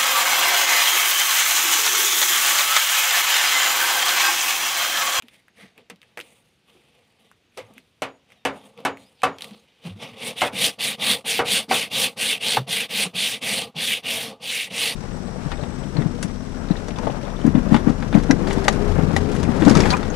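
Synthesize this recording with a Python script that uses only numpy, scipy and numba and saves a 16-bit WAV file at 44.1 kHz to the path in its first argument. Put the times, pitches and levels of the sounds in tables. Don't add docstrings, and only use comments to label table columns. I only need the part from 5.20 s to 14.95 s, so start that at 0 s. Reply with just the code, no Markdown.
import sys
import numpy as np
from scipy import signal
from scipy.io import wavfile
from numba import njit

SR = 44100
rng = np.random.default_rng(int(sys.argv[2]) if len(sys.argv) > 2 else 0)


def bounce(signal):
    frames = np.transpose(np.atleast_2d(signal))
    limited = np.clip(frames, -1, 1)
    pcm = np.round(limited * 32767).astype(np.int16)
    wavfile.write(sys.argv[1], SR, pcm)


def amplitude_ratio(level_db):
    exponent = np.asarray(level_db, float) / 20
    return 10 ** exponent


N = 429975
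TIME = np.arange(N) / SR


def rms_one(x):
    return x / np.sqrt(np.mean(x ** 2) + 1e-20)


def at_hz(points, hz):
    points = np.array(points)
    return np.interp(np.log(hz), np.log(points[:, 0]), points[:, 1])


def drift(rate_hz):
    r = np.exp(-80 * np.pi * rate_hz / SR)
    noise = rng.standard_normal(N // 40 + 2002)
    slow = signal.lfilter([1], [1, -2 * r, r * r], noise)[2000:]
    return np.interp(np.arange(N) / 40, np.arange(len(slow)), rms_one(slow))


def band_pass(x, low_hz, high_hz):
    return signal.sosfilt(signal.butter(2, [low_hz, high_hz], "band", fs=SR, output="sos"), x)


def bands(source):
    edges_hz = 30 * 2 ** np.arange(0, 9.2, 1 / 3)
    for k, (low, high) in enumerate(zip(edges_hz, edges_hz[1:])):
        yield np.sqrt(low * high), band_pass(source[k % 2], low, high)


def ring(clicks, hz, t60_s):
    r, w = amplitude_ratio(-60 / (t60_s * SR)), 2 * np.pi * hz / SR
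    return signal.lfilter([0, np.sin(w)], [1, -2 * r * np.cos(w), r * r], clicks + 1e-18)


@njit
def moving_peak(x, turn, r):
    y = np.zeros(len(x))
    for i in range(2, len(x)):
        driven = (1 - r * r) / 2 * (x[i] - x[i - 2])
        y[i] = driven + 2 * r * np.cos(turn[i]) * y[i - 1] - r * r * y[i - 2]
    return y


def peak(x, hz, width_hz):
    return moving_peak(x, 2 * np.pi * hz / SR * np.ones(N), np.exp(-np.pi * width_hz / SR))


def air():
    # hz, level_db
    hiss_curve = [(18, -42), (30, 4.5), (189, -3), (1160, -16.5), (3060, -12), (5740, -24), (9460, -32),
                  (16000, -40.5)]
    noise = rng.standard_normal((2, N))
    hiss = sum(band * amplitude_ratio(at_hz(hiss_curve, hz) + 1.2 * drift(3.6)) for hz, band in bands(noise))
    return amplitude_ratio(-56 - 8.5) * rms_one(hiss)


def cricket():
    # start_s, end_s, level_db
    trills = [
        (.255, .58, -74),
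        (1.1, 1.37, -74),
        (2.25, 2.32, -71),
        (2.45, 2.485, -68),
        (3.435, 3.61, -69),
        (4.38, 4.415, -66),
    ]
    pitch_hz, strokes_per_s = 6500, 28.5
    level = 0
    for start, end, db in trills:
        strokes = np.sin(np.pi * strokes_per_s * (TIME - start)) ** 4
        level = level + amplitude_ratio(db) * (TIME > start) * (TIME < end) * strokes
    return level * amplitude_ratio(3.1 * drift(6.8)) * np.sin(2 * np.pi * pitch_hz * TIME)


def squeaks():
    # time_s, pitch_hz, level_db
    glides = [
        [(3.16, 2050, -69), (3.18, 1880, -66), (3.24, 1800, -70)],
        [(3.37, 1840, -66), (3.47, 1810, -64)],
        [(3.77, 2200, -65), (3.8, 2030, -66), (3.84, 2080, -66), (3.86, 2450, -63), (3.89, 2550, -65)],
        [(3.95, 2700, -72), (4.01, 2100, -66)],
    ]
    out = np.zeros(N)
    for rows in glides:
        s, hz, db = np.transpose(rows)
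        pitch_hz = np.interp(TIME, s, hz) * (1 + .012 * drift(120))
        phase = 2 * np.pi * np.cumsum(pitch_hz) / SR
        level = amplitude_ratio(np.interp(TIME, s, db, -120, -120) + 2.0 * drift(50))
        out += level * (.45 * np.sin(phase) + np.sin(2 * phase))
    return out


def hub():
    # start_s, level_db, held_until_s
    songs = [
        (2.822, -65, 3.0),
        (3.252, -63, 3.42),
        (3.65, -60, 3.87),
        (4.033, -60, 4.185),
    ]
    pitch_hz, t60_s = 6790, .9
    level = 0
    for start, db, end in songs:
        fingers = ((end - TIME) / .015).clip(0, 1)
        level = level + amplitude_ratio(db - 60 * (TIME - start).clip(0) / t60_s) * (TIME > start) * fingers
    return level * amplitude_ratio(2.5 * drift(40)) * np.sin(2 * np.pi * pitch_hz * TIME)


def bumps():
    # time_s, peak_db, pitch_hz
    pushes = [(0.027, -41.5, 232), (0.425, -39.5, 191), (0.579, -43.5, 440), (0.708, -40, 196),
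              (0.98, -39, 333), (1.552, -47, 370), (1.783, -50, 490), (2.375, -25, 500), (2.409, -43, 111),
              (2.5, -44, 197), (2.564, -42, 237), (4.311, -34, 207), (4.653, -24, 174), (4.699, -32, 100),
              (4.758, -36.5, 198), (4.9, -42, 110), (5.333, -26, 202), (6.488, -23.5, 228),
              (7.378, -20, 132), (7.479, -29.5, 163), (7.851, -25.5, 167), (7.943, -29.5, 174),
              (8.553, -28.5, 163), (9.508, -29.5, 192)]
    out, t = np.zeros(N), TIME[:SR // 4]
    for s, db, hz in pushes:
        push = rng.standard_normal(len(t)) * (t / .012) * np.exp(-t / 0.014)
        bump = ring(np.gradient(push), hz, 15.0 / hz)
        start = round(s * SR) - 300
        out[start:][:len(t)] += amplitude_ratio(db - 2.0) * bump[:N - start] / np.abs(bump).max()
    return out


def ticks():
    # time_s, peak_db, pitch_hz
    edge_ticks = [(0.0226, -36, 2800), (0.0837, -42, 3100), (0.282, -48, 1930), (0.5783, -43.5, 2530),
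                  (0.7008, -34.5, 1920), (0.7597, -54, 3470), (0.817, -42.5, 3130), (0.8298, -42, 1870),
                  (0.9737, -31.5, 1870), (0.982, -34, 1900), (0.991, -30, 2240), (1.001, -32, 2860),
                  (1.011, -32, 3600), (1.501, -52, 3280), (1.7908, -57, 2800), (2.1145, -45, 1680),
                  (2.538, -51, 9460), (2.58, -37.5, 2410), (3.103, -51, 2370), (3.1205, -45, 2380),
                  (3.576, -45, 2850), (3.604, -43.5, 2880), (3.7718, -38.5, 2280), (4.0194, -32, 2540),
                  (4.185, -33, 3100), (4.208, -34.5, 3270), (4.2213, -26, 3940), (4.2436, -31.5, 3800),
                  (4.3096, -42.5, 3120)]
    # time_s, peak_db, pitch_hz
    snags = [
        (4.8046, -52, 2570),
        (4.917, -50, 2720),
        (5.21, -18, 2840),
        (5.9147, -25, 2820),
        (5.9352, -17, 3460),
        (6.103, -26, 3400),
        (7.3617, -28, 3520),
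    ]
    out, t = np.zeros(N), TIME[:SR // 10]
    for s, db, hz in edge_ticks + snags:
        snap_and_rattle = amplitude_ratio(-60 * t / 0.0049) + 0.19 * amplitude_ratio(-60 * t / 0.075)
        snap = rng.standard_normal(len(t)) * snap_and_rattle
        high_pass = signal.butter(2, 0.51 * hz, "high", fs=SR, output="sos")
        tone = signal.sosfilt(high_pass, ring(snap, hz, 5.8 / hz))
        broad = band_pass(snap, 2000, 10500)
        tick = tone / np.abs(tone).max() + 0.38 * broad / np.abs(broad).max()
        out[round(s * SR):][:len(t)] += amplitude_ratio(db + 6.5) * tick
    return out


def knocks():
    # pitch_hz, level_db, t60_s
    handle_modes = [(274, -16.5, 0.32), (481.3, -6.5, 0.21), (754, -0.5, 0.11), (1003, -13.5, 0.19),
                    (1145, -9.5, 0.14), (1320, -11.5, 0.14), (1510, -28, 0.11), (2000, -26.5, 0.11),
                    (2150, -10, 0.12), (2230, -30.5, 0.25), (2330, -8, 0.07), (2610, -3, 0.11),
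                    (2960, -13, 0.1)]
    # hz, level_db (per Hz)
    thud_curve = [(35, -58), (60, -17.5), (371, -13), (448, -3), (842, -6), (1090, -6.5), (2650, -13),
                  (6000, -27.5), (8710, -25.5), (16000, -41)]
    # hz, t60_s
    thud_t60 = [(100, 0.37), (700, 0.26), (3000, 0.17), (15000, 0.069)]
    # time_s, peak_db, ring_length_share, favoured_hz, clack_over_blow_db
    taps = [
        (0.699, -29.5, 0.46, 400, -10),
        (2.374, -28, 1.0, 511, -12),
        (2.82, -13, 1.0, 587, 5.5),
        (3.251, -6.5, 0.98, 756, -13.5),
        (3.65, -5, 0.92, 756, -13),
        (4.033, -3, 0.97, 738, -2.5),
        (4.826, -32.5, 0.83, 557, 7),
        (5.216, -3.5, 0.98, 795, -13),
    ]
    foot_knocks = [
        (0.973, -24, 0.5, 630, -2),
        (6.191, -3.5, 0.87, 580, -18),
        (6.511, -5, 0.88, 784, -25),
        (7.37, -3.5, 0.35, 854, 3),
        (7.855, -25, 0.5, 804, 7),
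    ]
    tap_crack_db, foot_crack_db, crack_lag = -13.5, -18, 0.46
    out, thud = np.zeros(N), list(bands(rng.standard_normal((2, N))))
    thud_rms = np.sqrt(sum(np.mean(band ** 2) * amplitude_ratio(2 * at_hz(thud_curve, hz)) for hz, band in thud))
    t = TIME[:SR // 2]
    blows = sorted([(*row, tap_crack_db) for row in taps] + [(*row, foot_crack_db) for row in foot_knocks])
    for s, db, share, favoured_hz, clack_db, crack_db in blows:
        crack_db = crack_db - crack_lag * db
        at, share = round(s * SR), np.clip(share, .2, 2)
        crack = band_pass(rng.standard_normal(len(t)), 2500, 10000)
        blow = amplitude_ratio(crack_db + 13.0 - 60 * t / 0.0041) * crack
        blow = blow + amplitude_ratio(clack_db - 60 * t / .016) * np.sin(2 * np.pi * favoured_hz * t)
        luck = rng.standard_normal((len(handle_modes), 3))
        for (hz, mode_db, t60_s), (luck_level, phase, luck_pitch) in zip(handle_modes, luck):
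            place_db = 7.0 * np.exp(-(np.log(hz / favoured_hz) / .35) ** 2)
            strength = amplitude_ratio(0.58 * mode_db + place_db - 17.0 + 4.83 * luck_level)
            grip_hz = hz * (1 + .008 * luck_pitch)
            blow = blow + strength * amplitude_ratio(-60 * t / (t60_s * share)) * np.sin(2 * np.pi * grip_hz * t + phase)
        for hz, band in thud:
            bright_db = (crack_db + 11.0) * (hz > 1800)
            dying_db = -60 * t / (at_hz(thud_t60, hz) * share)
            level_db = at_hz(thud_curve, hz) + bright_db - 11.0 + dying_db
            blow = blow + band[at:at + len(t)] * amplitude_ratio(level_db) / thud_rms
        out[at:at + len(t)] += amplitude_ratio(db) * blow * (1 - np.exp(-t / 0.0011))
    return out


def grains(per_s, spread_db):
    uneven_db = spread_db * np.minimum(rng.exponential(1, (2, N)), 5)
    sizes = amplitude_ratio(uneven_db) * rng.choice([-1, 1], (2, N))
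    return sizes * (rng.random((2, N)) < per_s / SR)


def dying(db, db_per_s):
    return np.maximum.accumulate(db + db_per_s * TIME) - db_per_s * TIME


def rub_controls():
    # start_s, length_s, grit_db, pressure_gained_along_it_db, wood_db
    down = [
        (4.927, 0.2, -36.5, 37.5, -40.5),
        (5.308, 0.2, -21.5, 27, -33.5),
        (5.77, 0.2, -21, 19.8, -31.5),
        (6.194, 0.225, -24, 33, -35),
        (6.678, 0.22, -21.5, 18, -33.5),
        (7.174, 0.24, -22.5, 6.5, -35),
        (7.661, 0.211, -23, 22.5, -36),
        (8.193, 0.291, -23.5, -4.5, -34),
        (8.815, 0.35, -27, -19, -36),
        (9.467, 0.29, -24, 15.5, -36),
    ]
    up = [
        (5.146, 0.16, -29.5, 6, -42.5),
        (5.579, 0.19, -23, -10, -36.7),
        (6.04, 0.2, -22, -11.5, -37),
        (6.479, 0.22, -23.5, -15.3, -35.5),
        (6.957, 0.24, -22, -5.5, -37.2),
        (7.462, 0.22, -23, -6, -37.5),
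        (7.928, .276, -23, -8.7, -38.6),
        (8.541, .281, -23.5, 0, -38.5),
        (9.192, 0.31, -26, 2, -43.5),
    ]
    # loudest_s, fades_20_db_in_s, grit_db, fine_grit_db, wood_db
    shifts = [(.06, .3, -63, -71, -63.5), (.145, .1, -53.5, -61.5, -61), (.41, 0.1, -44, -59.5, -49),
              (.585, .07, -60, -77, -55), (.835, 0.3, -66, -76, -65), (1.04, 0.37, -59.5, -62, -59),
              (1.49, 1.1, -63, -72, -63.5), (1.64, -0.16, -58.5, -67, -59), (2.0, 0.4, -63.5, -72, -65.5),
              (2.12, -0.02, -58, -66, -55), (2.35, 1, -65.5, -71, -75), (2.48, 0.17, -66, -72, -54.5),
              (2.575, 0.1, -57.5, -69, -66), (3.115, .15, -61, -74, -60), (3.36, 0.24, -53.5, -63, -45),
              (3.46, .08, -56, -61, -49), (3.591, 0.2, -55, -69, -44.5), (3.8, 0.23, -58, -64.5, -55),
              (3.99, 1.8, -60, -74, -67), (4.22, .2, -46.5, -53, -43.5), (4.35, 0, -48, -63, -46),
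              (4.67, .07, -40.5, -54.5, -41), (4.76, -2, -53, -71, -53.5), (4.831, 0.16, -37, -51.5, -36.5)]
    # time_s, hollow_hz
    loose_hollow = [(.15, 2200), (.45, 1900), (.6, 2550), (1.0, 2800), (3.0, 2650), (4.3, 3150),
                    (4.8, 2860)]
    grit_power, fine_power, wood_power, evenness = 2.08, 2.88, 0.65, 2.91
    fine_db, fine_bite, wood_bite = -28.5, 1.2, 0.35
    fine_at_foot_db, wood_at_foot_db = 1.5, 3
    levels = -76 + np.array([[0], [-14], [-3]]) + np.zeros(N)
    for rows, way in [(down, 1), (up, -1)]:
        for s, length, db, gained_db, stroke_wood_db in rows:
            on = slice(round(s * SR), round((s + length) * SR))
            along = (TIME[on] - s) / length - .5
            speed_db = 20 * np.log10((1 - np.abs(2 * along) ** evenness).clip(1e-9))
            press_db = gained_db * along
            towards_foot = way * along
            grit = db + press_db + grit_power * speed_db
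            fine = fine_db + fine_bite * (db + 22 + press_db) + fine_power * speed_db
            wood = stroke_wood_db + wood_bite * press_db + wood_power * speed_db
            stroke = [grit, fine + fine_at_foot_db * towards_foot, wood + wood_at_foot_db * towards_foot]
            levels[:, on] = np.maximum(levels[:, on], stroke)
    levels = [dying(db, db_per_s) for db, db_per_s in zip(levels, [470, 470, 339])]
    levels = levels - sum(10 * np.exp(-((TIME - s - length) / 0.011) ** 2) for s, length, *_ in up)
    for s, fade, *db in shifts:
        near = slice(max(0, round((s - .15) * SR)), round((s + 2 * fade) * SR))
        rise_db, fall_db = 350 * (TIME[near] - s), 20 * (s - TIME[near]) / fade
        shape_db = np.minimum(rise_db, fall_db)
        levels[:, near] = np.maximum(levels[:, near], shape_db + np.array(db)[:, None])
    linger_s = .04
    at_top = [(row[0], 0) for row in down]
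    leaves_foot = [(row[0] + linger_s, 1) for row in up[1:]]
    nears_foot = [(row[0] + row[1] - linger_s, 1) for row in down[1:]]
    first_turn = [(up[0][0], 0.24)]
    turns = sorted(at_top + leaves_foot + nears_foot + first_turn)
    top_hz, foot_hz = 2720, 3280
    rubbing_hz = top_hz + (foot_hz - top_hz) * np.interp(TIME, *np.transpose(turns))
    loose_hz = np.interp(TIME, *np.transpose(loose_hollow))
    return [*levels, np.where(TIME < down[0][0], loose_hz, rubbing_hz)]


def rub():
    # hz, level_db (per Hz)
    grit_curve = [(710, -44), (1200, -12), (1490, -31), (1790, -7), (3080, -4.5), (4130, -7.5),
                  (4750, -13.5), (6650, -13.5), (7410, -6), (9310, -11.5), (12300, -14), (14800, -15),
                  (16000, -30)]
    # pitch_hz, width_hz, level_db
    wood_modes = [(125.5, 65, -7), (209.4, 52.6, -1), (273.3, 12.4, -13.5), (466.6, 54, -0.5),
                  (534.7, 28, -5), (655, 105, -3.5), (815, 150, -4.5), (1147, 125, -6.5)]
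    grit_db, fine_db, wood_db, hollow_hz = rub_controls()
    source = grains(per_s=5500, spread_db=2.0)
    clump_db = 1.0 + 0.027 * (-22 - grit_db).clip(0, 30)
    source = source * amplitude_ratio(clump_db * drift(53))
    grit, fine = 0, 0
    for hz, band in bands(source):
        band = band * amplitude_ratio(at_hz(grit_curve, hz) + 1.95 * drift(11.4))
        if 1300 < hz < 6500:
            grit = grit + band
        elif hz > 6500:
            fine = fine + band
    hollow_hz = 3000 * (hollow_hz / 3000) ** 1.6 * (1 + .04 * drift(12))
    for ratio, width_hz, gain in [(.8, 307, 0.67), (1.0, 400, 0.99), (1.28, 450, 0.76)]:
        grit = grit + gain * peak(grit, ratio * hollow_hz, width_hz)
    fine = fine + 1.74 * peak(fine, 9410, 1200)
    wood = 0
    for k, (hz, width_hz, db) in enumerate(wood_modes):
        mode = peak(peak(source[k % 2], hz, 1.46 * width_hz), hz, 1.46 * width_hz)
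        wood = wood + amplitude_ratio(db + 1.4 * drift(12.3)) * mode / np.sqrt(width_hz)
    return amplitude_ratio(grit_db) * rms_one(grit) + amplitude_ratio(fine_db) * rms_one(fine) + amplitude_ratio(wood_db) * rms_one(wood)


def scene():
    background = air() + cricket()
    handling = squeaks() + hub() + bumps() + ticks()
    return np.tile(background + handling + knocks() + rub(), (2, 1))


def top_cut(x):
    return signal.sosfilt(signal.butter(12, 16480, fs=SR, output="sos"), x)


def record(dry):
    thin = signal.sosfilt(signal.butter(3, 78, "high", fs=SR, output="sos"), dry)
    rounded = .9 * np.tanh(thin / .9)
    finished = signal.sosfilt(signal.cheby2(12, 60, 16400, fs=SR, output="sos"), rounded)
    return top_cut(finished)


dry = scene()
out = record(dry)
bounce(out)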